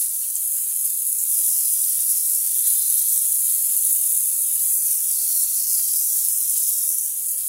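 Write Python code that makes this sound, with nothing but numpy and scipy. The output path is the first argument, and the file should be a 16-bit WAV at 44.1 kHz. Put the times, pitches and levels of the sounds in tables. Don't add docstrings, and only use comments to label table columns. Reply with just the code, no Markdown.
import sys
import numpy as np
from scipy import signal
from scipy.fft import rfft, irfft, next_fast_len
from scipy.io import wavfile
from scipy.ndimage import uniform_filter1d, map_coordinates

SR = 44100
rng = np.random.default_rng(int(sys.argv[2]) if len(sys.argv) > 2 else 0)


def persist_wave(psi):
    counts = np.round(np.clip(psi, -1, 1) * 32767).astype(np.int16)
    wavfile.write(sys.argv[1], SR, np.atleast_2d(counts).T)


N = 329868

# (time [s], level [dB])
SPRAY_LEVEL = [(0.0, -18.5), (0.08, -24), (0.3, -24), (0.6, -22.5), (0.71, -23), (1.1, -22.7), (1.27, -23),
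               (1.3, -18), (1.54, -19.5), (2.3, -20), (2.7, -19), (3.6, -19.5), (4.15, -18), (4.22, -19.5),
               (4.92, -19.5), (5.15, -20), (5.42, -18.5), (5.48, -22), (5.57, -18.5), (5.63, -21.5),
               (5.71, -19), (6.1, -20.2), (6.86, -20.5), (7.23, -25.5), (7.48, -23.5)]
# (frequency [Hz], relative level [dB per Hz])
HISS_COLOUR = [(3000, -12), (4200, -22), (5300, -18), (6500, -12), (8000, -7), (9200, -2.5), (10300, 1.65),
               (11200, 0.4), (12500, -3), (14000, -5.5), (15700, -8)]


def amp(db):
    return 10 ** (np.asarray(db) / 20)


def unit(x):
    return x / np.sqrt(np.mean(x ** 2) + 1e-20)


def along(points, hz):
    point_hz, values = np.transpose(points)
    return np.interp(np.log(hz + 1), np.log(point_hz + 1), values)


def curves(rows):
    times, *columns = np.transpose(rows)
    return [np.interp(np.arange(N) / SR, times, column) for column in columns]


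def wobble(rate):
    knots = rng.standard_normal(int(N * rate / SR) + 4)
    return map_coordinates(knots, [np.arange(N) * rate / SR])


def filtered(x, response):
    size = next_fast_len(len(x) + SR // 4)
    spectrum = rfft(x, size) * response(np.fft.rfftfreq(size, 1 / SR))
    return irfft(spectrum, size)[:len(x)]


def coloured(x, spectrum):
    return unit(filtered(x, lambda hz: amp(along(spectrum, hz))))


def add(track, start_s, sound):
    part = track[round(start_s * SR):][:len(sound)]
    part += sound[:len(part)]


def impacts(rate, spread_db):
    lands = rng.random(N) < rate / SR
    size = amp(spread_db * np.minimum(rng.standard_normal(N), 2.4))
    return unit(lands * size * rng.choice([-1, 1], N))


def scatter(x, t60):
    keep = amp(-60 / (t60 * SR)) ** 2
    energy = signal.lfilter([1 - keep], [1, -keep], x ** 2)
    return np.sqrt(energy) * rng.standard_normal(N)


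def tiled_room(x, t60, wet_db):
    return x + amp(wet_db) * scatter(x, t60)


def lowered():
    lower_s, raise_s, move_s = 4.94, 6.9, 0.57
    t = np.arange(N) / SR
    return np.clip((t - lower_s) / move_s, 0, 1) - np.clip((t - raise_s) / move_s, 0, 1)


def spurts():
    # (time [s], splash gain [dB], hiss gain [dB])
    spurt_rows = [(0, 7, 0), (.225, 2.5, 0), (.35, 1.5, 2.5), (.51, -1, 3), (.84, 2, 4), (1.18, 0.5, 3),
                  (2.09, 3, 3), (2.66, 2, 3), (2.97, 1.5, 4), (3.11, 0.5, 2.5), (3.44, 1, 2),
                  (5.76, 1, 0.5), (6.55, 4, -0.5), (6.67, 1, 2.5), (7.28, 0, 2.5), (7.37, 3, 2.5)]
    rise_s = 0.013
    start_s, *gains_db = np.transpose(spurt_rows)
    u = np.maximum(np.arange(N) / SR - start_s[:, None], 0) / rise_s
    return np.array(gains_db) @ (u * np.exp(1 - u))


def tiny_bubbles(count, low_hz, high_hz, spread_db):
    t = np.arange(SR // 300) / SR
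    hz = rng.uniform(low_hz, high_hz, (count, 1))
    size = np.minimum(rng.standard_normal((count, 1)), 2.2)
    level = amp(spread_db * size - 60 * t / 0.0021)
    attack = (1 - np.exp(-t / 0.00015)) ** 2
    pings = level * attack * np.sin(2 * np.pi * hz * t)
    where = rng.integers(0, N, (count, 1)) + np.arange(len(t))
    return unit(np.bincount(where.ravel(), pings.ravel(), N)[:N])


def hiss():
    # (time [s], lower edge [Hz])
    lower_edge = [(0, 5100), (.3, 5570), (.45, 6270), (1.2, 6240), (1.33, 5300), (1.8, 5000), (2.4, 5100),
                  (2.6, 5940), (2.9, 5800), (3.05, 5170), (3.4, 6130), (4.65, 6200), (4.85, 5800),
                  (5.05, 4960), (5.22, 4100), (5.95, 4200), (6.05, 5120), (6.9, 5140), (7.35, 6330)]
    # (frequency [Hz], gain [dB])
    low_tilt = [(4300, 4), (5400, 4.5), (7000, 2.5), (10300, -1.5), (15500, 1.5)]
    fine = impacts(rate=11000, spread_db=4.0)
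    spatter = scatter(impacts(rate=650, spread_db=4.2), t60=0.008)
    clumps = amp(0.19 * wobble(24) + 0.42 * wobble(110))
    bubbles = tiny_bubbles(count=11000, low_hz=3880, high_hz=15760, spread_db=3.5)
    drops = clumps * (fine + amp(-5.0) * spatter + amp(-2.5) * bubbles)
    water = tiled_room(drops, t60=0.077, wet_db=-0.5)

    hz, t, z = signal.stft(coloured(water, HISS_COLOUR), SR, nperseg=512)
    hz = hz[:, None] + 1
    edge_hz = np.interp(t, *np.transpose(lower_edge))
    edge = 1 / np.sqrt(1 + (edge_hz / hz) ** 80)
    down = np.interp(t, np.arange(N) / SR, lowered())
    tilt = amp(down * along(low_tilt, hz))
    sheet = unit(signal.istft(z * edge * tilt, SR, nperseg=512)[1][:N])

    flutter_db = 0.5 * wobble(12)
    level_db = curves(SPRAY_LEVEL)[0] + spurts()[1] + flutter_db
    return amp(level_db) * sheet


def splash():
    # (time [s], level [dB])
    slap_level = [(0, -47.5), (1.2, -48), (1.35, -44.5), (2.7, -43.5), (3.75, -44), (4.3, -44.5),
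                  (5.4, -44), (6.2, -46), (6.8, -44.5), (7.25, -49.5), (7.48, -47)]
    # (frequency [Hz], relative level [dB per Hz])
    splash_colour = [(150, -28), (400, -25), (1000, -13.5), (2000, -10), (3000, -4), (4200, 0.5), (6000, 4),
                     (9000, -16.5), (16000, -30)]
    trickle = amp(0.4 * wobble(14))
    slaps = tiled_room(trickle * impacts(rate=1900, spread_db=4.0), t60=0.21, wet_db=3.5)
    level_db = curves(slap_level)[0] + spurts()[0]
    return amp(level_db) * coloured(slaps, splash_colour)


def patchy(x, depth_db):
    hz, _, z = signal.stft(x, SR, nperseg=2048)
    field = rng.standard_normal(z.shape)
    for _ in range(2):
        field = uniform_filter1d(field, size=4, axis=0)
        field = uniform_filter1d(field, size=4, axis=1)
    # (Hz, share)
    shares = [(1000, .3), (2200, .33), (3800, 1), (4800, .9), (5600, .6), (7000, .15)]
    share = along(shares, hz)[:, None]
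    gain = amp(depth_db * share * np.minimum(unit(field), 1))
    gain = gain / np.sqrt(np.mean(gain ** 2, axis=1, keepdims=True))
    return signal.istft(z * gain, SR, nperseg=2048)[1][:N]


def background():
    # (time [s], level [dB])
    wash_level = [(0, -66.5), (1.4, -65), (4.2, -65.5), (5.2, -64.5), (6.9, -65), (7.48, -64.5)]
    # (time [s], level [dB])
    hum_level = [(0, -70), (.9, -76), (1.3, -78.5), (3.1, -82), (3.3, -73), (4.7, -73.5), (5.7, -81),
                 (6.1, -70), (6.6, -74), (7, -84), (7.35, -71)]
    # (frequency [Hz], relative level [dB per Hz])
    floor_colour = [(20, -22), (170, -21), (225, -4.5), (290, -1.5), (430, -2), (580, -3), (750, -6),
                    (1100, -8.5), (2500, -8.5), (8000, -31)]
    puddle_colour = [(170, -35), (300, -8), (560, 5), (900, 0), (1600, -20)]
    rumble_colour = [(10, -7), (30, 2.5), (50, -4), (75, -1.5), (110, -0.5), (135, -8), (165, -30),
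                     (400, -48), (2000, -90)]
    floor_drops = scatter(impacts(rate=1500, spread_db=0.5), t60=0.089)
    wash = amp(curves(wash_level)[0]) * coloured(floor_drops, floor_colour)

    puddle_drops = scatter(impacts(rate=130, spread_db=3.5), t60=0.086)
    puddle = amp(-67.5) * lowered() * coloured(puddle_drops, puddle_colour)

    rumble_db = -75 - 2 * lowered() + 3.5 * wobble(11)
    rumble = amp(rumble_db) * coloured(rng.standard_normal(N), rumble_colour)

    flutter = 1 + 0.5 * wobble(15)
    phase = 2 * np.pi * 51 * np.arange(N) / SR + 0.93 * wobble(12)
    hum = amp(curves(hum_level)[0]) * unit(flutter * np.sin(phase))
    return wash + puddle + rumble + hum


def stray_drops(count):
    over_db, spread_db, middle_hz = 10.5, 0.7, 10400
    start_s = rng.uniform(0, N / SR, count)
    size, pitch = np.clip(rng.standard_normal((count, 2)), -2, 2).T
    db = np.interp(start_s, *np.transpose(SPRAY_LEVEL)) + over_db + spread_db * size
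    return list(zip(start_s, db, middle_hz * np.exp(0.11 * pitch)))


def big_drops():
    # (time [s], peak before the final mix [dB], pitch [Hz])
    loud_drops = [(0.1537, -12, 10900), (0.3554, -4, 9000), (0.3566, -8, 10100), (0.7631, -4, 10600),
                  (0.9752, -8, 11300), (1.0205, -8, 13000), (1.1286, -1.5, 10100), (1.2378, -1.5, 10200),
                  (1.445, -15, 10700), (1.7018, -5, 10400), (2.5447, -7, 10600), (2.5853, -5, 10000),
                  (2.5917, -3, 10700), (2.7817, -11, 10400), (2.7949, -6, 10000), (2.9007, -2, 11100),
                  (2.9076, -4.5, 10000), (2.926, -2, 10800), (2.9424, -2, 10200), (3.1775, -2.5, 9650),
                  (3.2222, -5, 10600), (3.2308, -6, 10400), (3.2543, -3.5, 9900), (3.3216, -3, 10100),
                  (3.4531, -6, 10800), (3.7666, -1, 12100), (3.7755, -1, 10300), (3.8512, -2, 9500),
                  (3.9293, -2, 10200), (4.1285, -6, 10400), (4.1754, -3, 10500), (4.1837, -4, 10300),
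                  (4.4208, -5, 10100), (4.5546, -4, 11000), (5.7803, -7, 10900), (5.795, -13, 11200),
                  (5.9378, -7, 9600), (6.2497, -3, 11000), (6.2859, -2, 10100), (6.4285, -5, 9100),
                  (6.4968, -6, 10800), (6.5063, -6, 9900), (6.5786, -5, 10500), (6.6916, -5, 11000),
                  (6.8168, -8, 10700), (6.891, -1, 10900), (6.9454, -8, 11100), (6.9856, -5, 10600),
                  (7.011, -6, 10600), (7.0616, -9, 10700), (7.2678, -7, 10300), (7.3615, -11, 10800),
                  (7.3992, -13, 10400)]
    track, t = np.zeros(N), np.arange(SR // 100) / SR
    for start_s, db, hz in list(loud_drops) + stray_drops(count=130):
        shake = 0.19 * np.cumsum(rng.standard_normal(len(t)))
        snap = np.sin(2 * np.pi * hz * t + shake)
        shape = (1 - np.exp(-t / 0.00018)) * amp(-60 * t / 0.0034)
        add(track, start_s, amp(db) * snap * shape / shape.max())
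    echo = filtered(scatter(track, t60=0.27), lambda hz: amp(along(HISS_COLOUR, hz)))
    mix = amp(-2.7) * track + amp(-13) * echo
    return filtered(mix, lambda hz: 1 / np.sqrt(1 + (6900 / (hz + 1)) ** 18))


def splats():
    # (time [s], starting level [dB], centre pitch [Hz], time to fall 60 dB [s])
    blobs = [(.234, -50, 3100, 0.11), (.362, -27, 7400, .1), (1.185, -27, 7800, 0.29),
             (1.439, -42, 4200, .03), (1.836, -41, 4000, .03), (2.645, -53, 1900, .2),
             (6.564, -24.5, 7360, 0.13), (6.993, -27.5, 6640, .04), (7.287, -34, 6130, .04),
             (7.409, -41, 4500, 0.037)]
    width = 0.35
    track, t = np.zeros(N), np.arange(SR // 4) / SR
    for start_s, db, centre_hz, t60 in blobs:
        noise = rng.standard_normal(len(t))
        spit = filtered(noise, lambda hz: 1 / (1 + (2 * (hz / centre_hz - 1) / width) ** 4))
        add(track, start_s, amp(db - 60 * t / t60) * unit(spit))
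    return track


def ringing(bands, length, ratio=1):
    ramp_s, fade_db = 0.03, 7.5
    t = np.arange(round(length * SR)) / SR

    def response(hz):
        return sum(amp(db) / (1 + (2 * (hz - ratio * centre) / width) ** 4) for centre, width, db in bands)

    gate = np.clip(np.minimum(t, length - t) / ramp_s, 0, 1)
    flutter_db = 2 * wobble(40.5)[:len(t)]
    level_db = flutter_db - fade_db * t / length
    return gate * amp(level_db) * unit(filtered(rng.standard_normal(len(t)), response))


def hollow_rings():
    # (start [s], length [s], level before fade [dB], pitch ratio)
    hollow_hits = [(2.616, 0.39, -42, 0.99), (2.952, 0.34, -45, 1), (6.541, 0.32, -46.5, 0.93)]
    # (frequency before the pitch ratio [Hz], width [Hz], relative level [dB])
    cavity = [(3674, 210, 0), (4140, 170, 6), (5200, 1200, -2.5)]
    # (start [s], length [s], level before fade [dB], frequency [Hz], width [Hz])
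    whistles = [(.55, .08, -48, 5100, 300), (0.547, 0.069, -56, 1670, 500), (.84, 0.14, -47, 5000, 900),
                (1.321, 0.68, -48, 4990, 190), (1.852, 0.55, -48, 4940, 190),
                (5.142, 0.5, -46.5, 4280, 450), (6.05, 0.27, -50.5, 4540, 300), (6.508, .1, -66, 480, 300),
                (6.582, 0.28, -65, 293, 110), (7.39, 0.059, -48, 4800, 1100)]
    track = np.zeros(N)
    for start_s, length, db, ratio in hollow_hits:
        add(track, start_s, amp(db) * ringing(cavity, length, ratio))
    for start_s, length, db, hz, width in whistles:
        add(track, start_s, amp(db) * ringing([(hz, width, 0)], length))
    return track


def taps():
    # (time [s], strength before colouring [dB])
    tap_rows = [(2.783, -29), (2.926, -28), (3.766, -31), (3.929, -37), (4.175, -30), (4.717, -30),
                (5.7955, -21.5), (5.938, -31)]
    # (frequency [Hz], gain [dB])
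    tap_colour = [(20, -1), (100, 1), (220, 3), (400, -3), (700, -0.5), (3000, 3), (5500, -20),
                  (16000, -48)]
    track, t = np.zeros(N), np.arange(SR // 20) / SR
    for start_s, db in tap_rows:
        tail = 0.013 * rng.standard_normal(len(t)) * amp(-60 * t / 0.04)
        push = amp(-60 * t / 0.00027) + tail
        add(track, start_s, amp(db) * push)
    return filtered(track, lambda hz: amp(along(tap_colour, hz)))


def scene():
    spray = patchy(hiss() + splash(), depth_db=6.5)
    mono = spray + hollow_rings() + big_drops() + splats() + taps() + background()
    return np.array([mono, mono])


def record(dry):
    top_hz = 15780
    return np.array([filtered(channel, lambda hz: hz < top_hz) for channel in dry])


dry = scene()
out = record(dry)
persist_wave(out)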